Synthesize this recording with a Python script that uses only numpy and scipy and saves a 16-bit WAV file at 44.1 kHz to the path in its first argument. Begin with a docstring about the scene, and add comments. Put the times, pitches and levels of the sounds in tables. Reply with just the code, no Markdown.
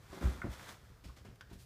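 """Two cats tussle on crumpled paper on a countertop in a small quiet room.
First the paper rustles under them, bodies and paws thump the hollow counter and fur drags over it.
Claws tick on the top, and the paper comes to rest. Then one cat leaps clear and pads away
with soft bumps, a few more ticks and light scuffs, over the faint rumble of the room."""
import sys
import numpy as np
from scipy import signal
from scipy.fft import rfft, irfft
from scipy.io import wavfile

SR = 44100
rng = np.random.default_rng(int(sys.argv[2]) if len(sys.argv) > 2 else 0)


def file_out(sig):
    """Save sig as 16-bit WAV at sys.argv[1]."""
    # one column per channel
    cols = np.atleast_2d(sig).T
    # limit, then scale
    lim = np.clip(cols, -1, 1)
    pcm = np.round(lim * 32767).astype(np.int16)
    wavfile.write(sys.argv[1], SR, pcm)


N = 72765


def thumps():
    """Soft blows set the hollow counter ringing; fur and pads press flat with a dull puff."""
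    # bodies and paws land: t/s, level/dB, low edge f/Hz, high edge f/Hz
    blows = [(0.099, -44, 41.3, 109), (0.1293, -41, 380, 920), (0.1744, -41.5, 453, 910),
             (0.213, -42, 280, 480), (0.229, -39.5, 220, 550), (0.240, -25.5, 30, 112),
             (0.254, -22, 30, 125), (0.272, -28, 30, 90), (0.286, -36.5, 30, 118), (0.323, -63.5, 60, 217),
             (0.383, -42, 30, 80.5), (0.443, -32.5, 45.3, 410), (0.452, -35.5, 59.7, 397),
             (0.466, -40, 131, 690), (0.472, -42.5, 50.4, 294), (0.487, -36, 40.2, 122),
             (0.503, -45, 39.55, 100), (0.831, -57, 49, 144), (0.900, -49, 50.3, 160),
             (1.038, -51.5, 60, 336), (1.055, -43, 45, 205), (1.085, -39, 45.5, 84), (1.211, -46, 50, 108),
             (1.255, -56.5, 70.5, 375), (1.285, -48.5, 69, 308), (1.513, -48, 206, 600),
             (1.530, -48, 114, 430), (1.555, -45, 40, 169)]
    # the tones the counter rings with: f/Hz, level/dB, time to fade by 60 dB/s
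    tones = [(54.4, -20.5, 0.29), (65.2, -3.5, 0.2), (80.4, -5.5, .16), (112, -7, 0.1), (139.2, -6, 0.033),
             (181, -8, 0.207), (211, -10.5, 0.096), (260, -6.5, 0.044), (321.7, -12.5, 0.067),
             (375.2, -13, 0.28), (551, -11.5, 0.068), (630, -5, 0.0078), (685, -48, .16), (920, -16, 0.067)]
    pushes = np.array([contact(*row) for row in blows])
    strengths = from_db(rng.normal(0, 1, (len(blows), len(tones))))   # no two blows ring quite alike
    body = sum(from_db(db) * ring(strengths[:, k] @ pushes, hz, t60)
               for k, (hz, db, t60) in enumerate(tones))
    body = cut(body, 36.7, "high")   # the microphone drops the deepest bass of the thumps
    noise = cut(rng.standard_normal(N), 100, "high")
    puffs = sum(from_db(db) * swell(start, rise=.0015, t60=0.055) * cut(noise, high_hz)
                for start, db, _, high_hz in blows)
    return body + from_db(-10) * puffs / np.std(cut(noise, 670))


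def contact(start, db, low_hz, high_hz):
    """One push on the counter: a soft one lacks treble, a light one lacks bass."""
    push = cut(click(start), high_hz)
    return from_db(db) * cut(push, low_hz, "high", order=1)


def claws():
    """Claws and clutter tap: two tones that die quickly, and a faint bright crack."""
    # each spot has its own pitch: t/s, level/dB, lower f/Hz, upper f/Hz, crack against the tones/dB
    ticks = [(0.4175, -33.5, 1430, 1990, -31), (0.419, -31.5, 1415, 2140, -38),
             (0.4219, -43, 1680, 1900, -41), (0.596, -40, 1610, 2270, -36),
             (0.6935, -40.5, 3340, 6540, -16), (1.095, -49, 1120, 1450, -28),
             (1.4095, -39, 1530, 3460, -22.5), (1.411, -45, 5000, 6650, -16)]
    cycles = 13   # swings until a tone has faded by 60 dB
    out, noise = 0, cut(rng.standard_normal(N), 5010, "high")
    for start, db, lower_hz, upper_hz, crack_db in ticks:
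        tap = click(start) + 1e-18
        lower = ring(tap, lower_hz, cycles / lower_hz)
        upper = from_db(-3.5) * ring(tap, upper_hz, cycles / upper_hz)
        crack = from_db(crack_db) * noise * swell(start, rise=.0003, t60=0.012)
        out = out + from_db(db) * (lower - upper + crack)
    return out


def paper():
    """Paper hisses as it slides; its creases snap more often the harder it is crushed."""
    # how hard the paper is rubbed and crushed: t/s, relative level/dB
    rustle = [(0.0, -75.5), (0.034, -70), (0.076, -70), (0.146, -61), (0.208, -64), (0.232, -57),
              (0.334, -60.5), (0.378, -65.5), (0.486, -68.5), (0.534, -58), (0.564, -63), (0.68, -60),
              (0.692, -56), (0.808, -75), (0.86, -73.5)]
    # the tone colour of sliding and snapping paper: f/Hz, relative level/dB
    spectrum = [(120, -34), (200, -0.5), (258, -8), (683, -5), (775, -5.5), (1260, -3.5), (2330, -8.5),
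                (2850, -14.5), (3410, -9.5), (3730, -12.5), (6770, -16.5), (15000, -25)]
    settle_db_per_s, peak_snaps_per_s = 52, 2500
    times, db = np.transpose(rustle)
    t = np.arange(N) / SR
    settling_db = settle_db_per_s * np.maximum(t - times[-1], 0)
    effort = from_db(np.interp(t, times, db) - settling_db)
    slide = colour(rng.standard_normal(N), spectrum)
    snaps_per_s = peak_snaps_per_s * np.sqrt(effort / effort.max())
    creases = colour(grains(snaps_per_s, spread_db=3.5), spectrum)
    return effort * (from_db(5) * slide + from_db(-1) * creases)


def fur():
    """Fur drags over the counter with a dull swish as the cats wrestle."""
    # each drag: t/s, level/dB, rise time/s, time to fade by 60 dB/s
    drags = [(0.135, -57, 0.032, 0.24), (0.208, -42.5, 0.013, 0.71), (0.434, -46, 0.0049, 0.27)]
    # the tone colour of rubbing fur: f/Hz, relative level/dB
    spectrum = [(100, 12), (250, 10), (600, -1.5), (1400, -4.5), (2300, -14), (3000, -25), (12000, -51)]
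    loudness = sum(from_db(db) * swell(start, rise, t60) for start, db, rise, t60 in drags)
    return loudness * colour(rng.standard_normal(N), spectrum)


def scuffs():
    """Paws slip on the bare top: a fine grainy hiss and a faint rasp with its own pitch."""
    # each scuff: t/s, level/dB, rise time/s, time to fade by 60 dB/s, tilt/(dB per octave), rasp f/Hz
    steps = [(1.036, -57, 0.0078, 0.4, 0, 5550), (1.16, -60, 0.011, 0.23, -0.6, 2400),
             (1.246, -55.5, 0.0043, 0.34, -2.6, 3350), (1.355, -66, .003, 0.023, 3, 6560),
             (1.491, -63.5, 0.017, 0.23, -0.5, 4140), (1.523, -63.5, 0.011, 0.21, 4, 5600),
             (1.581, -63.5, 0.022, 0.78, 4.5, 4970)]
    # the tone colour of a sliding paw pad: f/Hz, relative level/dB
    spectrum = [(150, 3.5), (400, 0), (900, -6.5), (2000, -5.5), (5000, -8.5), (8000, -13.5),
                (15000, -22.5)]
    out, slips = 0, grains(per_s=5000, spread_db=1.5)
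    for start, db, rise, t60, tilt, rasp_hz in steps:
        hiss = colour(slips, [(hz, level + tilt * np.log2(hz)) for hz, level in spectrum])
        rasp = from_db(-18) * rms_one(ring(slips, rasp_hz, t60=0.008))
        out = out + from_db(db) * swell(start, rise, t60) * (hiss + rasp)
    return out


def room_echo(x):
    """Quick echoes come off the corner behind the counter, then a short wash off the near walls."""
    delay_s = 0.0014
    noise = cut(cut(rng.standard_normal(N), 6000, order=1), 247, "high")
    early = noise * swell(delay_s, rise=0.0006, t60=0.055)
    late = noise * swell(delay_s, rise=0.014, t60=0.55)
    echoes = from_db(-8) * early / np.linalg.norm(early) + from_db(-13) * late / np.linalg.norm(late)
    return signal.fftconvolve(x, echoes)[:N]


def room_air():
    """The air of the room makes a faint, steady rumble and hiss."""
    # the tone colour of the quiet room: f/Hz, relative level/dB
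    spectrum = [(25, -1), (50, 3.5), (80, 5.5), (120, 8.5), (160, -3), (250, -14), (400, -11.5), (800, -19),
                (1600, -19), (2500, -27.5), (5000, -27.5), (10000, -35), (15000, -34)]
    return from_db(-59) * colour(rng.standard_normal(N), spectrum)


def from_db(db):
    """Turn decibels into a number to multiply by."""
    return 10 ** (np.asarray(db) / 20)


def rms_one(x):
    """Scale a sound to an average power of 1."""
    return x / np.sqrt(np.mean(x ** 2) + 1e-20)


def cut(x, hz, kind="low", order=2):
    """Keep what lies below hz ("low") or above it ("high")."""
    sections = signal.butter(order, np.clip(hz, 10, .45 * SR), kind, fs=SR, output="sos")
    return signal.sosfilt(sections, x + 1e-18)


def colour(x, spectrum):
    """Give a sound a smooth tone colour, at a power of 1."""
    hz, db = np.transpose(spectrum)
    f = np.maximum(np.fft.rfftfreq(N, 1 / SR), 1)
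    gain = from_db(np.interp(np.log(f), np.log(hz), db))
    shaped = irfft(rfft(x) * gain, N)
    return rms_one(cut(shaped, hz[0], "high"))


def click(start):
    """A single click at start seconds."""
    return 1.0 * (np.arange(N) == int(start * SR))


def grains(per_s, spread_db):
    """Random clicks, many small and few large."""
    sizes = from_db(spread_db * np.minimum(rng.exponential(1, N), 5))
    return sizes * rng.choice([-1, 1], N) * (rng.random(N) < per_s / SR)


def swell(start, rise, t60):
    """A loudness curve that grows for rise seconds, then fades by 60 dB every t60 seconds."""
    t = np.arange(N) / SR - start
    return np.clip(t / rise, 0, 1) * from_db(-60 * np.maximum(t - rise, 0) / t60)


def ring(force, hz, t60):
    """One tone, set ringing by a force, that fades by 60 dB in t60 seconds."""
    decay, angle = from_db(-60 / (t60 * SR)), 2 * np.pi * hz / SR
    return signal.lfilter([0, np.sin(angle)], [1, -2 * decay * np.cos(angle), decay * decay], force)


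def scene():
    """Knocks and their echoes, with paper, fur and scuffs over the quiet air."""
    knocks = thumps() + claws()
    air = room_air()
    return (knocks + room_echo(knocks) + paper() + fur() + scuffs() + air)[None]


def record(dry):
    """The microphone drops the deepest rumble; the highest treble is cut steeply."""
    low_hz, high_hz = 30, 15400
    thinned = cut(dry, low_hz, "high")
    return signal.sosfilt(signal.ellip(12, .1, 80, high_hz, fs=SR, output="sos"), thinned)


dry = scene()
out = record(dry)
file_out(out)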